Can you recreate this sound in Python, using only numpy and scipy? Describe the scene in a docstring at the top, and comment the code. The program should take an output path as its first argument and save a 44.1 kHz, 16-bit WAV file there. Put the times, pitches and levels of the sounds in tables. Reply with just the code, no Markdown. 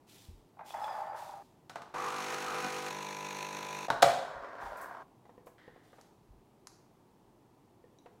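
"""A low room rumble, a faint swish of clothes and a soft bump, then a glass jar dragged over a kitchen counter.
Friction noise and struck-glass modes form the jar; cracks and casing modes form the coffee machine's button.
Its vibrating pump buzzes near 50 Hz, first free, then under load: a stroke-locked hum, churn and rattle.
The lever snaps open, the jar is dragged back, and a straw scratches, a lid taps and its thread rubs on the
glass. Most contact sounds excite the sparse, decaying reflections of a small hard room."""
import sys
import numpy as np
from scipy import signal
from scipy.fft import rfft, irfft
from scipy.io import wavfile
from scipy.ndimage import uniform_filter1d, map_coordinates

SR = 44100
rng = np.random.default_rng(int(sys.argv[2]) if len(sys.argv) > 2 else 0)


def wav_record(signal):
    """Record a signal, one row per channel, as 16-bit PCM in the file named by sys.argv[1]."""
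    frames = np.transpose(np.atleast_2d(signal))
    bounded = np.clip(frames, -1, 1)
    # unit amplitude maps onto the largest positive 16-bit level
    quanta = np.round(bounded * 32767).astype(np.int16)
    wavfile.write(sys.argv[1], SR, quanta)


N = 361619
TIME = np.arange(N) / SR

# Colours are spectra scaled to unit power gain, so their dB values are relative.
# Levels of short blows are their energy spread over a hundredth of a second.

# Reverberation of the kitchen. Each row: frequency in Hz, t60 in s.
ROOM = [(700, 0.67), (3500, 0.64), (12000, 0.48)]
EDGE_HZ = 15900  # upper limit of the band

# Colour of the room rumble. Each row: frequency in Hz, density in dB per Hz.
FLOOR = [(30, -13), (72, -17), (105, -6), (200, -8.5), (390, -8), (510, -16.5), (900, -14.5), (1500, -29.5),
         (4800, -37), (15500, -42.5)]
FLOOR_DB = -64

# Clothes swish with each move of the arm. Each row: start in s, length before the release in s, level in dB.
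SWISHES = [(0.062, 0.15, -61.5), (0.643, 0.073, -57), (0.793, 0.21, -65.5), (1.144, 0.14, -60.5),
           (4.59, 0.098, -65), (5.811, 0.24, -76)]
SWISH_ATTACK_S, SWISH_RELEASE_DB_PER_S = 0.036, 85
# Colour of rubbing cloth. Each row: frequency in Hz, density in dB per Hz.
CLOTH_COLOUR = [(1200, -8), (3500, 1), (7000, -3), (15000, -9.5)]

# Soft bumps on the counter and floor. Each row: time in s, level in dB.
BUMPS = [(0.283, -42), (4.03, -53), (4.345, -52), (4.628, -47.5), (6.28, -49.5)]
# Colour of the bumps. Each row: frequency in Hz, density in dB per Hz.
BUMP_COLOUR = [(38, -0.5), (70, -0.5), (110, -9)]

# The jar dragged away and back. Each row: start in s, stop in s, fastest moment in s, level then in dB,
# dB lost by the stop, glass note in Hz, level of the note relative to the friction in dB.
DRAGS = [(0.736, 1.43, 0.86, -40, 13, 1782, -25), (4.2, 5.033, 4.566, -44, 5, 4500, -39)]
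# Colour of the drag away. Each row: frequency in Hz, density in dB per Hz.
PUSH_COLOUR = [(230, -41.5), (450, -20), (610, -2), (700, -1.5), (830, 9), (980, -3), (1750, -16.5),
               (5000, -47)]
# Colour of the drag back. Each row: frequency in Hz, density in dB per Hz.
PULL_COLOUR = [(200, -18.5), (540, -4), (700, 4), (820, -9), (980, 2.5), (1220, -5.5), (1530, -2),
               (1900, -13), (2700, -26.5), (5200, -31.5)]
# The jar's base catches on the counter. Each row: time in s, level in dB.
CATCHES = [(0.568, -56), (0.590, -46), (0.607, -44.5), (0.740, -36), (0.782, -41), (0.814, -37.5),
           (0.878, -39.5), (1.145, -42.5), (4.617, -44), (4.659, -42.5), (4.910, -45.5)]
# The glass base sings faintly as it slides. Each row: time in s, central pitch in Hz, level in dB.
SQUEAL = [(0.70, 5280, -75), (0.89, 5030, -68), (0.955, 4770, -68), (1.03, 4680, -77), (1.14, 4860, -73)]

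# The glass clinks. Each row: time in s, ring level in dB, click level in dB.
CLINKS = [(0.706, -52.5, -49), (0.843, -50, -46)]
# Modes of the glass. Each row: frequency in Hz, relative level in dB, t60 in s.
GLASS = [(2530, -1, 0.03), (3405, 3, 0.065)]
# Colour of the click of lid or glass. Each row: frequency in Hz, density in dB per Hz.
LID_CLICK = [(700, 21.5), (1900, 4), (3500, -7), (15000, -28)]

# Button and lever of the machine, the last in three quick contacts. Each row: time in s,
# hollow ring level in dB, clatter level in dB, crack level in dB, crack decay constant in s.
KNOCKS = [(1.696, -57, -47.5, -49.5, 0.008), (1.757, -44.5, -39, -53, 0.006),
          (1.819, -72, -50.5, -56, 0.007), (3.883, -35, -42, -55.5, 0.006), (3.902, -32, -28.5, -39, 0.004),
          (4.022, -35, -29.5, -30, 0.005), (4.0251, -25, -22.5, -23, 0.005),
          (4.029, -15, -28.5, -27.5, 0.004)]
# Hollow casing: a short thud over a lasting ring. 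Each row: frequency in Hz, level in dB before the
# casing's band filter, t60 in s.
CASING = [(565, -12, 0.16), (642, -13.5, 0.15), (688, -10, 0.19), (715, 0, 0.03)]
# Band that the casing radiates: lower and upper edge in Hz.
CASING_BAND_HZ = (480, 960)
# Colour of the clattering parts. Each row: frequency in Hz, density in dB per Hz.
CLATTER = [(130, -7), (480, -7.5), (720, 3), (960, -1.5), (1500, -4), (1900, -12.5), (3900, -24),
           (7000, -30)]
# Colour of the hard plastic crack. Each row: frequency in Hz, density in dB per Hz.
CRACK = [(110, -16), (400, -6), (1400, 2.5), (2600, -5), (4000, -1.5), (5000, -7), (6200, -7.5),
         (15500, -24.5)]
LATCH_S, LATCH_DB = 3.9025, -27  # the lever's latch lets go
# Modes of the latch. Each row: frequency in Hz, relative level in dB, t60 in s.
LATCH = [(940, 0, 0.09), (1105, -3, 0.07), (1470, -2, 0.025), (3780, -5, 0.016)]

PUMP_ON_S, FALTER_S, LOAD_S, PUMP_OFF_S = 1.938, 2.887, 2.898, 3.854
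STROKE_HZ, SNAP_RISE_S = 49.94, 0.0022
FREE_DRIFT, LOADED_DRIFT, UNEVEN = 0.5, 0.17, 0.11  # relative rms: hum drift free and loaded, stroke force
# Hum of the free pump. Each row: multiple of the stroke rate, relative level in dB.
FREE_HUM = [(3, 0.5), (4, 2.5), (5, 2.5), (6, -1), (7, 0), (8, -2), (9, 5.5), (10, 9.5), (15, 7.5),
            (16, 5.5), (20, 6.5), (25, 8), (30, 8), (49, 3.5)]
# Hum of the loaded pump. Each row: multiple of the stroke rate, relative level in dB.
LOADED_HUM = [(3, -12.5), (4, -12.5), (6, -12), (7, -23.5), (8, -14), (9, -15), (10, -10.5), (11, -15),
              (12, -14.5), (13, -16), (14, -20), (16, -10.5), (17, -11.5), (18, -7), (19, -11), (20, 0),
              (21, -13.5)]
# Rattle of the free pump. Each row: frequency in Hz, density in dB per Hz.
FREE_RATTLE = [(970, -5), (1650, -2), (2450, 1.5), (3240, -7), (4250, -4.5), (4850, -11.5), (5500, -6),
               (15500, -24)]
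# Rattle of the loaded pump. Each row: frequency in Hz, density in dB per Hz.
LOADED_RATTLE = [(1750, -7.5), (2200, -4.5), (2500, 0.5), (3150, -15), (3450, -8), (4200, -7),
                 (4900, -20.5), (5800, -8), (6600, -11.5), (7400, -16.5), (10500, -24), (12200, -23),
                 (15500, -30.5)]
# Colour of water in the pump chamber. Each row: frequency in Hz, density in dB per Hz.
CHURN = [(300, -2.5), (700, -2), (890, 1.5), (1150, -1.5), (1650, -3)]
# Small metal parts zing with every stroke. Each row: frequency in Hz, relative level in dB, t60 in s.
ZING = [(6550, 5, 0.022), (11150, 0, 0.014)]
ZING_DB = -19  # against the rattle
# free: the hum grows from its first level as the chamber fills; the rattle runs up to its final level
FREE_HUM_DB, HUM_GROWTH_DB_PER_S, FREE_CHURN_DB = -46.5, 5, -44.5
FREE_RATTLE_DB, RUN_UP_DB, RUN_UP_S = -44.5, 8.5, 0.1
# under load: the hum sags from its first level; the rattle settles after a harder first stroke
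LOADED_HUM_DB, HUM_SAG_DB_PER_S, LOADED_CHURN_DB = -42.5, 1, -49
LOADED_RATTLE_DB, LOAD_JOLT_DB, LOAD_JOLT_S = -47, 2.5, 0.024
# Air and water gurgle in the filling chamber. Each row: time in s, resonance in Hz, level in dB.
GURGLE = [(1.94, 1020, -41), (2.03, 1160, -39.5), (2.2, 1180, -43.5), (2.4, 1430, -55), (2.47, 1230, -38.5),
          (2.6, 1290, -46.5), (2.88, 1230, -63)]
GURGLE_WIDTH_HZ = 420

# The straw scratches the lid as it is picked up and seated. Each row: time in s, level in dB.
STRAW = [(4.769, -58), (4.812, -54.5), (4.826, -60), (5.46, -64.5)]
# Colour of the scratch. Each row: frequency in Hz, density in dB per Hz.
STRAW_COLOUR = [(5800, -6), (14500, -4)]
STRAW_PING_S, STRAW_PING_DB = 7.987, -66.5  # the straw pings against the lid
# Modes of the straw. Each row: frequency in Hz, relative level in dB, t60 in s.
STRAW_MODES = [(3890, 3, 0.019), (5830, 2, 0.018), (6400, -7, 0.025)]

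# The lid and straw tap the jar. Each row: time in s, ring level in dB before a 2 dB cut, click level in dB.
TAPS = [(5.253, -61.5, -59.5), (5.293, -53.5, -57.5), (5.379, -50, -68), (5.469, -49, -51.5),
        (5.679, -48.5, -58), (5.76, -57, -59), (5.93, -57.5, -57), (5.983, -62, -56), (7.841, -54.5, -80),
        (8.059, -51, -54)]
# Modes of the lid. Each row: frequency in Hz, mean relative level in dB, t60 in s before the hand damps it.
LID = [(427.7, 3.5, 0.049), (487, 3.5, 0.21), (1003, -8, 0.1), (1820, -13, 0.12)]

# the lid's thread rubs on the glass, fading as the turn slows; it snaps as it first grips
THREAD_START_S, THREAD_STOP_S, THREAD_DB, THREAD_FADE_DB_PER_S = 5.582, 6.1, -63, 33
THREAD_BITE_DB = -66
# Colour of the thread. Each row: frequency in Hz, density in dB per Hz.
THREAD_COLOUR = [(1500, -1), (1950, 3.5), (2500, -16.5), (3200, -9), (4500, -17)]

# Small sharp ticks. 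Each row: time in s, level in dB.
TICKS = [(6.012, -62), (6.671, -50)]
# Colour of the ticks. Each row: frequency in Hz, density in dB per Hz.
TICK_COLOUR = [(1050, -0.5), (1630, -8), (3450, -17.5), (4300, -5), (6680, -3.5), (7900, -13.5),
               (11400, -12), (14000, -37)]


def gain_of(db):
    """Logarithmic level: decibels to amplitude."""
    return 10 ** (np.asarray(db) / 20)


def evened(x):
    """Mean-square normalization: scales to rms 1."""
    return x / np.sqrt(np.mean(x ** 2) + 1e-20)


def read(points, hz):
    """Linear interpolation of a table on a log-frequency axis."""
    f, value = np.transpose(points)
    return np.interp(np.log(hz + 1), np.log(f + 1), value)


def between(start, stop):
    """Gating: one from start to stop, with 4 ms edges inside."""
    return np.clip(np.minimum(TIME - start, stop - TIME) / .004, 0, 1)


def swell(start, stop, attack_s, release_db_per_s):
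    """Exponential decay: a linear attack, a hold until stop, then a steady fall in dB."""
    attack = np.clip((TIME - start) / attack_s, 0, 1)
    return attack * gain_of(-abs(release_db_per_s) * np.maximum(TIME - stop, 0))


def wobble(size):
    """Smoothed random fluctuation: a curve of rms 1 that changes within about size samples."""
    smooth = uniform_filter1d(rng.standard_normal(N), size)
    return evened(uniform_filter1d(smooth, size))


def colour(x, points):
    """Minimum-phase filtering: unit power gain, falling steeply outside the table."""
    hz = np.fft.rfftfreq(4096, 1 / SR) + 1
    octaves_below = np.maximum(np.log2(points[0][0] / hz), 0)
    octaves_above = np.maximum(np.log2(hz / points[-1][0]), 0)
    db = read(points, hz) - 18 * (octaves_below + octaves_above)
    log_gain = np.log(gain_of(np.maximum(db, -100)))
    mirrored = np.r_[log_gain, log_gain[-2:0:-1]]
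    # the Hilbert transform of the log gain gives the phase of a causal response
    taps = np.fft.ifft(np.exp(np.conj(signal.hilbert(mirrored)))).real
    return signal.oaconvolve(x, taps / np.linalg.norm(taps))[:len(x)]


def burst(decay_s, size=4096):
    """Impulsive excitation: a dying crackle with a flat spectrum and unit energy."""
    fade = np.exp(-np.arange(size) / SR / decay_s)
    x = rng.standard_normal(size)
    for _ in range(4):  # alternately impose the decay and flatten the spectrum
        x = irfft(np.exp(1j * np.angle(rfft(x * fade))), size)
        fade = np.sqrt(fade)
    return x


def scatter(decay_s, rise_s=0.00068, size=4096):
    """Multiple contact: parts chatter as noise that swells quickly and dies away."""
    t = np.arange(size) / SR
    return rng.standard_normal(size) * np.exp(-t / decay_s) * (1 - np.exp(-t / rise_s))


def ring(modes, damping=1):
    """Modal superposition: dying sines of a struck body; damping multiplies the decay rates."""
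    t = np.arange(SR // 4) / SR
    return sum(gain_of(db - 60 * t * damping / t60) * np.sin(2 * np.pi * hz * t) for hz, db, t60 in modes)


def resonate(x, hz, width_hz):
    """Second-order resonance: a damped pole pair in a rotating frame follows a moving pitch."""
    turn = np.exp(2j * np.pi * np.cumsum(hz * np.ones(N)) / SR)
    r = np.exp(-np.pi * width_hz / SR)
    return (turn * signal.lfilter([1], [1, -2 * r, r * r], x / turn)).real


def blows(times, dbs, make):
    """Energy scaling: a fresh sound at each time, its energy set by the level over 10 ms."""
    out = np.zeros(N)
    for s, db in zip(times, dbs):
        sound = make()
        part = out[round(s * SR):]
        sound = gain_of(db) * sound * np.sqrt(SR / 100 / np.sum(sound ** 2))
        part[:len(sound)] += sound[:len(part)]
    return out


def room(x, wet_db):
    """Reverberation: sparse reflections of random sign, each band dying at its own speed."""
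    reflections = rng.choice([-1., 1.], SR) * (rng.random(SR) < 4000 / SR)
    reflections = reflections * (TIME[:SR] > .004)
    hz, t, z = signal.stft(reflections, SR, nperseg=256)
    tail = signal.istft(z * gain_of(-60 * t / read(ROOM, hz)[:, None]), SR, nperseg=256)[1]
    return x + gain_of(wet_db) * signal.oaconvolve(x, tail / np.linalg.norm(tail))[:N]


def rub(force, points, slips_per_s, grit, wander=0):
    """Stick-slip friction: tiny releases ring the body and room; resonances wander as the contact shifts."""
    slips = (rng.random(N) < slips_per_s / SR) * rng.random(N)
    scuffs = signal.oaconvolve(slips, np.hanning(SR // 200))[:N]
    body = colour((evened(scuffs) + grit) * rng.standard_normal(N), points)
    shifted = map_coordinates(body, [np.cumsum(1 + wander * wobble(size=4000))], mode="mirror")
    return force * evened(room(shifted, wet_db=-0.5))


def room_rumble():
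    """Broadband noise: a steady random background, strongest at low frequencies."""
    return gain_of(FLOOR_DB) * evened(colour(rng.standard_normal(N), FLOOR))


def clothes():
    """Dense friction: many small slips per second make the swish of cloth."""
    moves = sum(gain_of(db) * swell(s, s + length, SWISH_ATTACK_S, SWISH_RELEASE_DB_PER_S)
                for s, length, db in SWISHES)
    return rub(moves, CLOTH_COLOUR, slips_per_s=2300, grit=0.32)


def bumps():
    """Soft impact: slowly dying noise confined to low frequencies."""
    return blows(*np.transpose(BUMPS), lambda: colour(scatter(0.035, size=8192), BUMP_COLOUR))


def drag(start, stop, fastest, db, slowing_db, ring_hz, ring_db, points, slips_per_s, grit):
    """Sliding friction: force follows the jar's speed in one arch, and keeps a glass note ringing faintly."""
    slowing = ((TIME - fastest) / (stop - fastest)) ** 2
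    force = between(start, stop) * gain_of(db - abs(slowing_db) * slowing)
    glass = gain_of(ring_db) * evened(resonate(rng.standard_normal(N), ring_hz, width_hz=25))
    return rub(force, points, slips_per_s, grit, wander=0.05) + force * glass


def squeal():
    """Friction-driven oscillation: a thin gliding tone of unsteady pitch and fluttering level."""
    s, hz, db = np.transpose(SQUEAL)
    pitch = np.interp(TIME, s, hz) * (1 + 0.008 * wobble(size=100))
    tone = np.sin(2 * np.pi * np.cumsum(pitch) / SR) * (1 + wobble(size=300))
    return between(s[0], s[-1]) * gain_of(np.interp(TIME, s, db)) * tone


def jar_slides():
    """Stick-slip on a counter: the glass base judders, catches now and then, and sings."""
    away, back = DRAGS
    push = drag(*away, PUSH_COLOUR, slips_per_s=380, grit=0.8)
    pull = drag(*back, PULL_COLOUR, slips_per_s=260, grit=0.7)
    catches = blows(*np.transpose(CATCHES), lambda: colour(scatter(0.0049, rise_s=0.0027), PUSH_COLOUR))
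    return push + pull + room(catches + squeal(), wet_db=-2.5)


def glass_clinks():
    """Modal impact: a very short click and two ringing modes of the glass."""
    s, ring_db, click_db = np.transpose(CLINKS)
    rings = blows(s, ring_db, lambda: ring(GLASS))
    clicks = blows(s, click_db, lambda: colour(burst(0.00084), LID_CLICK))
    return room(rings + clicks, wet_db=-5.5)


def machine_knocks():
    """Impact on a hollow shell: a plastic crack, clattering parts, a ringing latch and the casing's thud."""
    s, ring_db, clatter_db, _, _ = np.transpose(KNOCKS)
    radiated = signal.butter(2, CASING_BAND_HZ, "bandpass", fs=SR)  # the small casing radiates in this band
    body = blows(s, ring_db, lambda: signal.lfilter(*radiated, ring(CASING)))
    latch = blows([LATCH_S], [LATCH_DB], lambda: ring(LATCH))
    clatter = blows(s, clatter_db, lambda: colour(scatter(0.015), CLATTER))
    crack = sum(blows([at], [db], lambda: colour(burst(decay_s), CRACK)) for at, _, _, db, decay_s in KNOCKS)
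    return room(body, wet_db=-3.0) + room(clatter + latch, wet_db=-4.0) + room(crack, wet_db=-4.5)


def strokes(levels_db, hum, rattle, first_s, snap_s, loose_db, waver, drift):
    """Periodic excitation: each piston stroke rings the casing alike, and shakes parts and water anew."""
    size = round(SR / STROKE_HZ)
    # position within the stroke, 0 to 1, with a slow timing jitter
    place = (TIME - first_s + waver * 0.00073 * wobble(size=8000)) * STROKE_HZ % 1

    def repeat(cycle):
        return evened(np.interp(place, np.arange(size) / size, cycle, period=1))

    orders, dbs = np.transpose(hum)
    heights = np.bincount(np.round(orders).astype(int), gain_of(dbs), size // 2 + 1)

    def hum_cycle():
        return repeat(irfft(heights * rfft(burst(0.04, size=size)), size))

    # the pressure drifts, so each partial wavers on its own
    tone = evened(hum_cycle() + drift * wobble(size=2000) * hum_cycle())
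    # the piston hits its stop: a snap over the wash of earlier strokes
    fall = np.exp(-place / STROKE_HZ / snap_s)
    rise = np.exp((place - 1) / STROKE_HZ / SNAP_RISE_S)
    snap = evened(0.65 + fall + rise)
    # loose parts and water: one share repeats with every stroke, the other is new each time
    shake = repeat(burst(snap_s, size=size)) + gain_of(loose_db) * snap * rng.standard_normal(N)
    fresh_swirl = (0.85 + 0.25 * wobble(size=2500)) * rng.standard_normal(N)
    swirl = repeat(burst(0.037, size=size)) + fresh_swirl
    zing = gain_of(ZING_DB) * evened(signal.oaconvolve(shake, ring(ZING))[:N])
    parts = evened(colour(shake, rattle)) + zing
    parts = parts * (1 + UNEVEN * wobble(size=400))  # the force of the hits varies
    hum_gain, churn_gain, rattle_gain = map(gain_of, levels_db)
    force = 1 + waver * wobble(size=size)
    return force * (hum_gain * tone + churn_gain * evened(colour(swirl, CHURN)) + rattle_gain * parts)


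def gurgle():
    """Cavity resonance: strokes churn air and water; the throaty level dips, then swells in one gulp."""
    s, hz, db = np.transpose(GURGLE)
    stroke = np.exp(-((TIME - PUMP_ON_S) * STROKE_HZ % 1) / STROKE_HZ / 0.026)
    throat = resonate(stroke * rng.standard_normal(N), np.interp(TIME, s, hz), GURGLE_WIDTH_HZ)
    return gain_of(np.interp(TIME, s, db)) * evened(throat)


def pump():
    """Forced vibration: the piston rattles freely until pressure builds, falters once, then lands later."""
    age = np.clip(TIME - PUMP_ON_S, 0, LOAD_S - PUMP_ON_S)
    filling = (FREE_HUM_DB + HUM_GROWTH_DB_PER_S * age,
               FREE_CHURN_DB,
               FREE_RATTLE_DB - RUN_UP_DB * np.exp(-age / RUN_UP_S))
    pressing = (LOADED_HUM_DB - HUM_SAG_DB_PER_S * (TIME - LOAD_S),
                LOADED_CHURN_DB,
                LOADED_RATTLE_DB + LOAD_JOLT_DB * np.exp(-abs(TIME - LOAD_S) / LOAD_JOLT_S))
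    free = strokes(filling, FREE_HUM, FREE_RATTLE, first_s=1.9425, snap_s=0.013,
                   loose_db=3.5, waver=0.062, drift=FREE_DRIFT)
    loaded = strokes(pressing, LOADED_HUM, LOADED_RATTLE, first_s=2.9075, snap_s=0.0032,
                     loose_db=7.0, waver=0.06, drift=LOADED_DRIFT)
    free_run = swell(PUMP_ON_S, FALTER_S, attack_s=0.0051, release_db_per_s=606.5)
    loaded_run = swell(LOAD_S, PUMP_OFF_S, attack_s=0.0051, release_db_per_s=606.5)
    return free_run * (free + gurgle()) + loaded_run * loaded


def straw():
    """Scraping and modal impact: high scratching noise, and one ping of the straw's modes."""
    scratches = blows(*np.transpose(STRAW), lambda: colour(scatter(0.029), STRAW_COLOUR))
    ping = blows([STRAW_PING_S], [STRAW_PING_DB], lambda: ring(STRAW_MODES))
    return room(scratches + ping, wet_db=-5.5)


def lid_taps():
    """Damped modal impact: the hand shortens the lid's ring, and each tap excites its modes differently."""
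    s, ring_db, click_db = np.transpose(TAPS)

    def gripped():
        struck = [(hz, db + 3 * rng.standard_normal(), t60) for hz, db, t60 in LID]
        return ring(struck, damping=1.6)

    rings = blows(s, ring_db - 2.0, gripped)
    clicks = blows(s, click_db, lambda: colour(scatter(0.0095), LID_CLICK))
    return room(rings + clicks, wet_db=-5.5)


def lid_thread():
    """Stick-slip friction: the thread snaps as it grips, then rubs on the glass and fades as the turn slows."""
    fade_db = THREAD_FADE_DB_PER_S * (TIME - THREAD_START_S)
    turn = between(THREAD_START_S, THREAD_STOP_S) * gain_of(THREAD_DB - fade_db)
    bite = blows([THREAD_START_S], [THREAD_BITE_DB], lambda: colour(burst(0.0023), THREAD_COLOUR))
    return rub(turn, THREAD_COLOUR, slips_per_s=230, grit=1.0) + room(bite, wet_db=-5.5)


def ticks():
    """Impulsive contact: short, bright bursts."""
    return room(blows(*np.transpose(TICKS), lambda: colour(burst(0.00262), TICK_COLOUR)), wet_db=-5.5)


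def scene():
    """Linear superposition: the pressures of all sources add in one channel."""
    at_rest = room_rumble() + clothes() + bumps()
    jar_and_machine = jar_slides() + glass_clinks() + machine_knocks() + pump()
    lid_and_straw = straw() + lid_taps() + lid_thread() + ticks()
    return (at_rest + jar_and_machine + lid_and_straw)[None]


def record(dry):
    """Band limitation: a linear-phase lowpass removes the top of the spectrum."""
    return signal.oaconvolve(dry, signal.firwin(511, EDGE_HZ, window=("kaiser", 9), fs=SR)[None], "same")


dry = scene()
out = record(dry)
wav_record(out)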